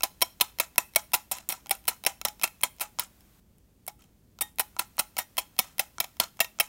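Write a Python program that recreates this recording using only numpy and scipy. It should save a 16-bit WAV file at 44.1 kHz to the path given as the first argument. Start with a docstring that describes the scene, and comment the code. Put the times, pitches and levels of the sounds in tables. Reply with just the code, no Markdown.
"""A wire whisk beats cream in a glass bowl on a wooden table in a quiet kitchen.
At each stroke several wires strike the glass, rattle, and drag on through the cream.
Bowl and wires ring briefly, the table thuds and the walls add a short tail,
over low room rumble and microphone hiss."""
import sys
import numpy as np
from scipy import signal
from scipy.fft import rfft, irfft
from scipy.io import wavfile
from scipy.ndimage import uniform_filter1d

SR = 44100
rng = np.random.default_rng(int(sys.argv[2]) if len(sys.argv) > 2 else 0)


def dump_mix(stems):
    """Bounce the given channels to the path in sys.argv[1] as a 16-bit WAV at rate SR."""
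    frames = np.atleast_2d(stems).T  # one column per channel
    limited = np.clip(frames, -1, 1)  # hard clip at full scale
    pcm = np.round(limited * 32767).astype(np.int16)
    wavfile.write(sys.argv[1], SR, pcm)


N = 294588


def gain_of(db):
    return 10 ** (np.asarray(db) / 20)


def unit_rms(x):
    return x / np.sqrt(np.mean(x ** 2) + 1e-20)


def butter(x, order, edge_hz, kind):
    return signal.sosfilt(signal.butter(order, edge_hz, kind, fs=SR, output="sos"), x)


def spectrum_gain(grid_hz, points):
    """Unit-RMS gain curve through (freq_hz, level_db) points."""
    freq_hz, level_db = np.transpose(points)
    return unit_rms(gain_of(np.interp(np.log(grid_hz + 1), np.log(freq_hz), level_db)))


def coloured_noise(points):
    gain = spectrum_gain(np.fft.rfftfreq(N, 1 / SR), points)
    return irfft(rfft(rng.standard_normal(N)) * gain, N)


def minimum_phase_impulse(points):
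    grid_hz = abs(np.fft.fftfreq(4096, 1 / SR))
    log_gain = np.log(spectrum_gain(grid_hz, points))
    spectrum = np.exp(signal.hilbert(log_gain).conj())
    return np.fft.ifft(spectrum).real[:len(grid_hz) // 2]


def chatter(count, grain_s, spread_db=3):
    """Many tiny knocks: noise whose level jumps from grain to grain."""
    lumps = unit_rms(uniform_filter1d(rng.standard_normal(count), round(grain_s * SR)))
    return unit_rms(rng.standard_normal(count) * gain_of(spread_db * lumps))


def room_rumble():
    """Steady low noise, strongest near 50 Hz."""
    # rumble spectrum: freq_hz, relative_db
    spectrum = [(20, -17), (36, -13), (51, -0.5), (80, -7), (140, -11), (190, -8.5), (300, -15.5),
                (1500, -41.5)]
    return gain_of(-61.5) * coloured_noise(spectrum)


def microphone_hiss():
    """Broad hiss, about 10 dB lower from 3.4 to 4.6 s."""
    # hiss spectrum: freq_hz, relative_db
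    spectrum = [(300, -25), (500, -5), (1200, -7), (4800, -12), (7500, -11), (10500, -13), (13000, -9),
                (15800, -9)]
    # hiss envelope: time_s, level_db
    envelope = [(0, -64), (3.398, -64), (3.402, -74), (4.55, -73), (4.6, -64)]
    level_db = np.interp(np.arange(N) / SR, *np.transpose(envelope))
    return gain_of(level_db) * coloured_noise(spectrum)


def bowl_response(free_db, favoured_hz):
    """Impulse responses of bowl body, bowl wall and wires: a broad crack plus rings."""
    # steel on glass: freq_hz, relative_db
    crack_spectrum = [(440, -18), (783, 9.5), (1590, 3), (2650, 5), (4780, 1), (7000, 11), (12500, 6.5),
                      (15500, 5)]
    # rings damped by cream and hand: pitch_hz, level_db, t60_s
    damped_rings = [(690, -6, .035), (790, -1, 0.04), (845, -11, 0.15), (999.4, -5, .05),
                    (1350, -4.5, 0.024), (2260, -7, 0.035), (2683, -6, 0.02), (3260, -7.5, 0.015),
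                    (4196, -7, 0.015), (5465, -6, 0.03), (8900, -12, 0.025), (9870, -3, 0.022),
                    (11330, -6, 0.025), (13360, -8, 0.01)]
    # thin rings once the wires bounce clear: pitch_hz, level_db, t60_s
    free_rings = [(1873, -13, 0.14), (3200, -15, 0.12), (3700, -9, 0.12), (5820, -13, 0.1),
                  (7150, -3, 0.08), (9600, -16, 0.06), (11360, -7, 0.06), (12500, -13, 0.08),
                  (13200, -11, 0.08), (13750, -6, 0.07)]
    splits_hz = [1500, 6500]  # body | wall | wires
    t = np.arange(SR // 5) / SR
    crack = minimum_phase_impulse(crack_spectrum)
    bands = np.zeros((3, len(t)))
    bands[0, :len(crack)] = butter(crack, 2, splits_hz[0], "low")
    bands[1, :len(crack)] = butter(crack, 2, splits_hz, "band")
    bands[2, :len(crack)] = butter(crack, 2, splits_hz[1], "high")
    rings = damped_rings + [(hz, db + free_db, t60_s) for hz, db, t60_s in free_rings]
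    for pitch_hz, level_db, t60_s in rings:
        scatter, detune = rng.standard_normal(2)
        nearness = np.exp(-(np.log(pitch_hz / favoured_hz) / 0.034) ** 2)
        spot_db = 7 * nearness + 3 * scatter - 4  # the struck spot favours one ring
        pitch_hz *= 1 + 0.0004 * detune / t60_s  # grip and cream detune damped rings most
        ring = np.sin(2 * np.pi * pitch_hz * t) * gain_of(-60 * t / t60_s) / np.sqrt(t60_s * SR)
        bands[np.searchsorted(splits_hz, pitch_hz)] += gain_of(level_db + spot_db) * ring
    return butter(bands, 4, 560, "high")  # a small bowl radiates no bass


def wire_knock(level_db, bands_db, t60_ms):
    """Force on body, wall and wires at one contact: a click, then a dying rattle."""
    rise_s, click_db = 0.00069, 9
    t = np.arange(SR // 5) / SR
    envelope = gain_of(level_db - 60 * (1000 * t / t60_ms) ** 1.3)  # holds while wires pile in
    envelope *= 1 - np.exp(-t / rise_s)
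    force = envelope * chatter(len(t), grain_s=0.0008)
    force[0] = gain_of(level_db + click_db)
    return gain_of(bands_db)[:, None] * force


def cream_drag(level_db, fall_20db_ms):
    """Force of wires dragging through cream: body, wall and wires catch and slip separately."""
    rise_s, bands_db = 0.0034, [3.6, -1, -11]
    t = np.arange(SR // 5) / SR
    envelope = gain_of(level_db - 20 * (1000 * t / fall_20db_ms) ** 1.4)
    envelope *= 1 - np.exp(-t / rise_s)
    scrape = [chatter(len(t), grain_s=0.006) for _ in bands_db]
    return gain_of(bands_db)[:, None] * envelope * scrape


def whisk():
    """Each stroke drives the bowl with a blow and a drag; lone wires tap before and after."""
    # strokes: start_s, blow_db, rattle_t60_ms, drag_db, drag_fall_20db_ms, free_db, favoured_hz
    strokes = [(0.033, -9.5, 33, -27.5, 40, -14, 2670), (0.2207, -4, 21.4, -38, 69, -18, 2260),
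               (0.4097, -5.5, 27.5, -36, 85, -7, 4200), (0.5992, -5, 19.4, -26.5, 55, -14, 2680),
               (0.7807, 0.5, 12.4, -26.5, 44, -9, 2680), (0.9596, -3.5, 21.8, -29.5, 60, -36, 2260),
               (1.1344, -11.5, 60, -33, 74, -13.5, 1000), (1.314, -18, 24, -32.5, 99, 4, 4200),
               (1.4928, -22.5, 90, -34.5, 96, -5.5, 5460), (1.709, -9.5, 26.8, -33, 59, -18, 790),
               (1.8797, -9, 39.6, -33, 69, -14, 1000), (2.0638, -6, 21, -29.5, 64, -8.5, 790),
               (2.2505, -7, 14, -31.5, 64, -6, 2260), (2.434, -12, 42, -29.5, 52, -12.5, 2680),
               (2.6336, -7.5, 22.8, -22, 35, -5, 2680), (2.8067, -21, 71, -30, 60, -27.5, 2680),
               (2.9951, -9.5, 18.5, -33, 65, -11.5, 5460), (3.8781, -21, 23, -48.5, 53, -13.5, 2260),
               (3.99, -57, 32, -59.5, 138.5, -5, 3200), (4.4095, -13.5, 28, -44.5, 95, 2, 3700),
               (4.595, -10, 33, -38.5, 61, -16, 2680), (4.7925, -10, 19.7, -30.5, 51, -19, 1000),
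               (4.9932, -7, 29, -32, 49, -31, 3260), (5.1806, -25, 89, -28.5, 49.5, 3.5, 2260),
               (5.3797, -12.5, 45, -35.5, 62, -18, 3260), (5.5894, -8.5, 29.4, -39.5, 132, -4.5, 2260),
               (5.7935, -9.5, 30, -36.5, 71, -14, 3260), (6.0014, -10.5, 24, -38, 84, -21.5, 2260),
               (6.1995, -8.5, 23, -26.5, 65, -14, 2260), (6.4034, -7.5, 36, -35.5, 71, 0, 2680),
               (6.5996, -6, 30.6, -34, 77, -22.5, 3260)]
    # blow colour: time_s, body_re_wires_db, wall_re_wires_db
    blow_colour = [(0, 1.5, 3.5), (1.2, 0, 1.5), (2, -1.5, 2.5), (3, -1.5, 1), (3.9, 4, 1), (4.6, -1.5, 1),
                   (5.4, 2.5, 3), (5.9, -1, 3.5), (6.6, -2, 3)]
    # lone wire contacts: start_s, level_db, tilt_to_body_db
    taps = [(0.0078, -21.5, 5), (0.0223, -25.5, -2), (0.2087, -27.5, -0.5), (0.217, -5.5, -1.5),
            (0.4013, -19.5, 4), (0.587, -17.5, 1), (0.759, -27, 1.5), (0.937, -35, -1.5), (0.9501, -27, 0),
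            (1.1193, -30, -1), (1.1404, -8.5, 5), (1.1466, -14, -3.5), (1.3183, -27.5, -14.5),
            (1.3683, -38, -6.5), (1.385, -22, -1), (1.49, -21, -14.5), (1.5229, -19.5, -3),
            (1.6607, -27.5, 7), (1.6692, -27, 0.5), (1.695, -19, -4.5), (1.7502, -35.5, -4),
            (1.841, -42, -2), (1.8544, -31.5, -1), (1.8732, -26, -3), (2.0388, -19.5, -0.5),
            (2.0505, -16, 0), (2.0683, -14.5, 2.5), (2.2147, -14, 2), (2.2544, -19.5, 6.5),
            (2.2833, -22.5, 0.5), (2.3968, -28.5, 2), (2.4147, -19.5, 1), (2.4237, -20, -3),
            (2.4395, -16.5, 9.5), (2.476, -27, -0.5), (2.6102, -31.5, 3), (2.615, -34, -11),
            (2.6255, -29.5, -1), (2.765, -45, -5), (2.785, -36, 4), (2.7983, -23.5, 0.5),
            (2.8106, -19.5, 2.5), (2.816, -18.5, -4), (2.8264, -33, 13.5), (2.988, -14, 10),
            (3.0358, -39.5, -8), (3.2077, -42.5, -4), (3.5836, -52.5, -7.5), (3.8664, -34.5, -9.5),
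            (3.896, -40.5, 1.5), (4.007, -57, 6.5), (4.02, -48.5, -0.5), (4.039, -49, 1),
            (4.3887, -26.5, 5), (4.419, -22, -9), (4.559, -48.5, -9), (4.5859, -13.5, -0.5),
            (4.5986, -29, 25), (4.6064, -19.5, -5), (4.766, -30, 15), (4.7888, -21.5, 0), (4.969, -38, -7),
            (4.982, -22, 15.5), (4.9891, -15, -1.5), (5.168, -15.5, 1.5), (5.1719, -25.5, 7.5),
            (5.1866, -14, -4.5), (5.37, -19, -2), (5.3849, -24, 11), (5.566, -35, 1.5), (5.5831, -25.5, -3),
            (5.7828, -19, -2), (5.9834, -22.5, 12), (6.0421, -25, 1.5), (6.169, -36, 1),
            (6.2365, -20.5, 2.5), (6.371, -37, 1), (6.3931, -33.5, 20.5), (6.4452, -23.5, 1.5),
            (6.5884, -23, 8)]
    lone_t60_ms, bounce_t60_ms, bounce_window_s = 3.1, 16.8, 0.06
    sunk_db = -13.5  # free rings with the wires in the cream
    bowls = [bowl_response(free_db, hz) for *_, free_db, hz in strokes]
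    sunk_bowls = [bowl_response(free_db + sunk_db, hz) for *_, free_db, hz in strokes]
    out = np.zeros(N)

    def excite(start_s, bowl, force):
        sound = signal.fftconvolve(force, bowl, axes=1).sum(0)
        span = out[round(start_s * SR):][:len(sound)]
        span += sound[:len(span)]

    time_s, body_db, wall_db = np.transpose(blow_colour)
    for (start_s, blow_db, t60_ms, drag_db, fall_ms, *_), bowl in zip(strokes, bowls):
        bands_db = [np.interp(start_s, time_s, body_db), np.interp(start_s, time_s, wall_db), 0]
        excite(start_s, bowl, wire_knock(blow_db, bands_db, t60_ms))
        excite(start_s, bowl, cream_drag(drag_db, fall_ms))
    stroke_starts_s = np.array(strokes)[:, 0]
    for start_s, level_db, tilt_db in taps:
        nearest = abs(stroke_starts_s - start_s).argmin()
        bands_db = [0.86 + tilt_db, 4.2, -0.32 - tilt_db]
        if 0 < start_s - stroke_starts_s[nearest] < bounce_window_s:
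            excite(start_s, bowls[nearest], wire_knock(level_db, bands_db, bounce_t60_ms))
        else:
            excite(start_s, sunk_bowls[nearest], wire_knock(level_db, bands_db, lone_t60_ms))
    return out


def table_thud(beating):
    """The bowl passes each blow to two damped modes of the wooden top."""
    t = np.arange(SR // 8) / SR
    thud = np.sin(2 * np.pi * 220 * t) * gain_of(-60 * t / 0.046)
    thud += 1.4 * np.sin(2 * np.pi * 340 * t) * gain_of(-60 * t / 0.056)
    push = butter(abs(beating), 2, 110, "high")
    return gain_of(-56.5) * signal.oaconvolve(push, thud)[:N]


def kitchen_reverb(beating):
    """A short, sparse tail of reflections."""
    t60_s, predelay_s, density = 0.27, 0.004, 0.05
    t = np.arange(SR // 4) / SR
    echoes = rng.choice([-1., 1.], len(t)) * (rng.random(len(t)) < density)
    echoes *= gain_of(-60 * t / t60_s) * (t > predelay_s)
    return gain_of(-22.5) * signal.oaconvolve(beating, echoes / np.linalg.norm(echoes))[:N]


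def scene():
    beating = whisk()
    return (room_rumble() + beating + table_thud(beating) + kitchen_reverb(beating))[None]


def record(dry):
    """Adds microphone hiss, then a 16 kHz band limit."""
    lowpass = signal.firwin(161, 16000, window=("kaiser", 9), fs=SR)
    return signal.oaconvolve(dry + microphone_hiss(), lowpass[None], "same")


dry = scene()
out = record(dry)
dump_mix(out)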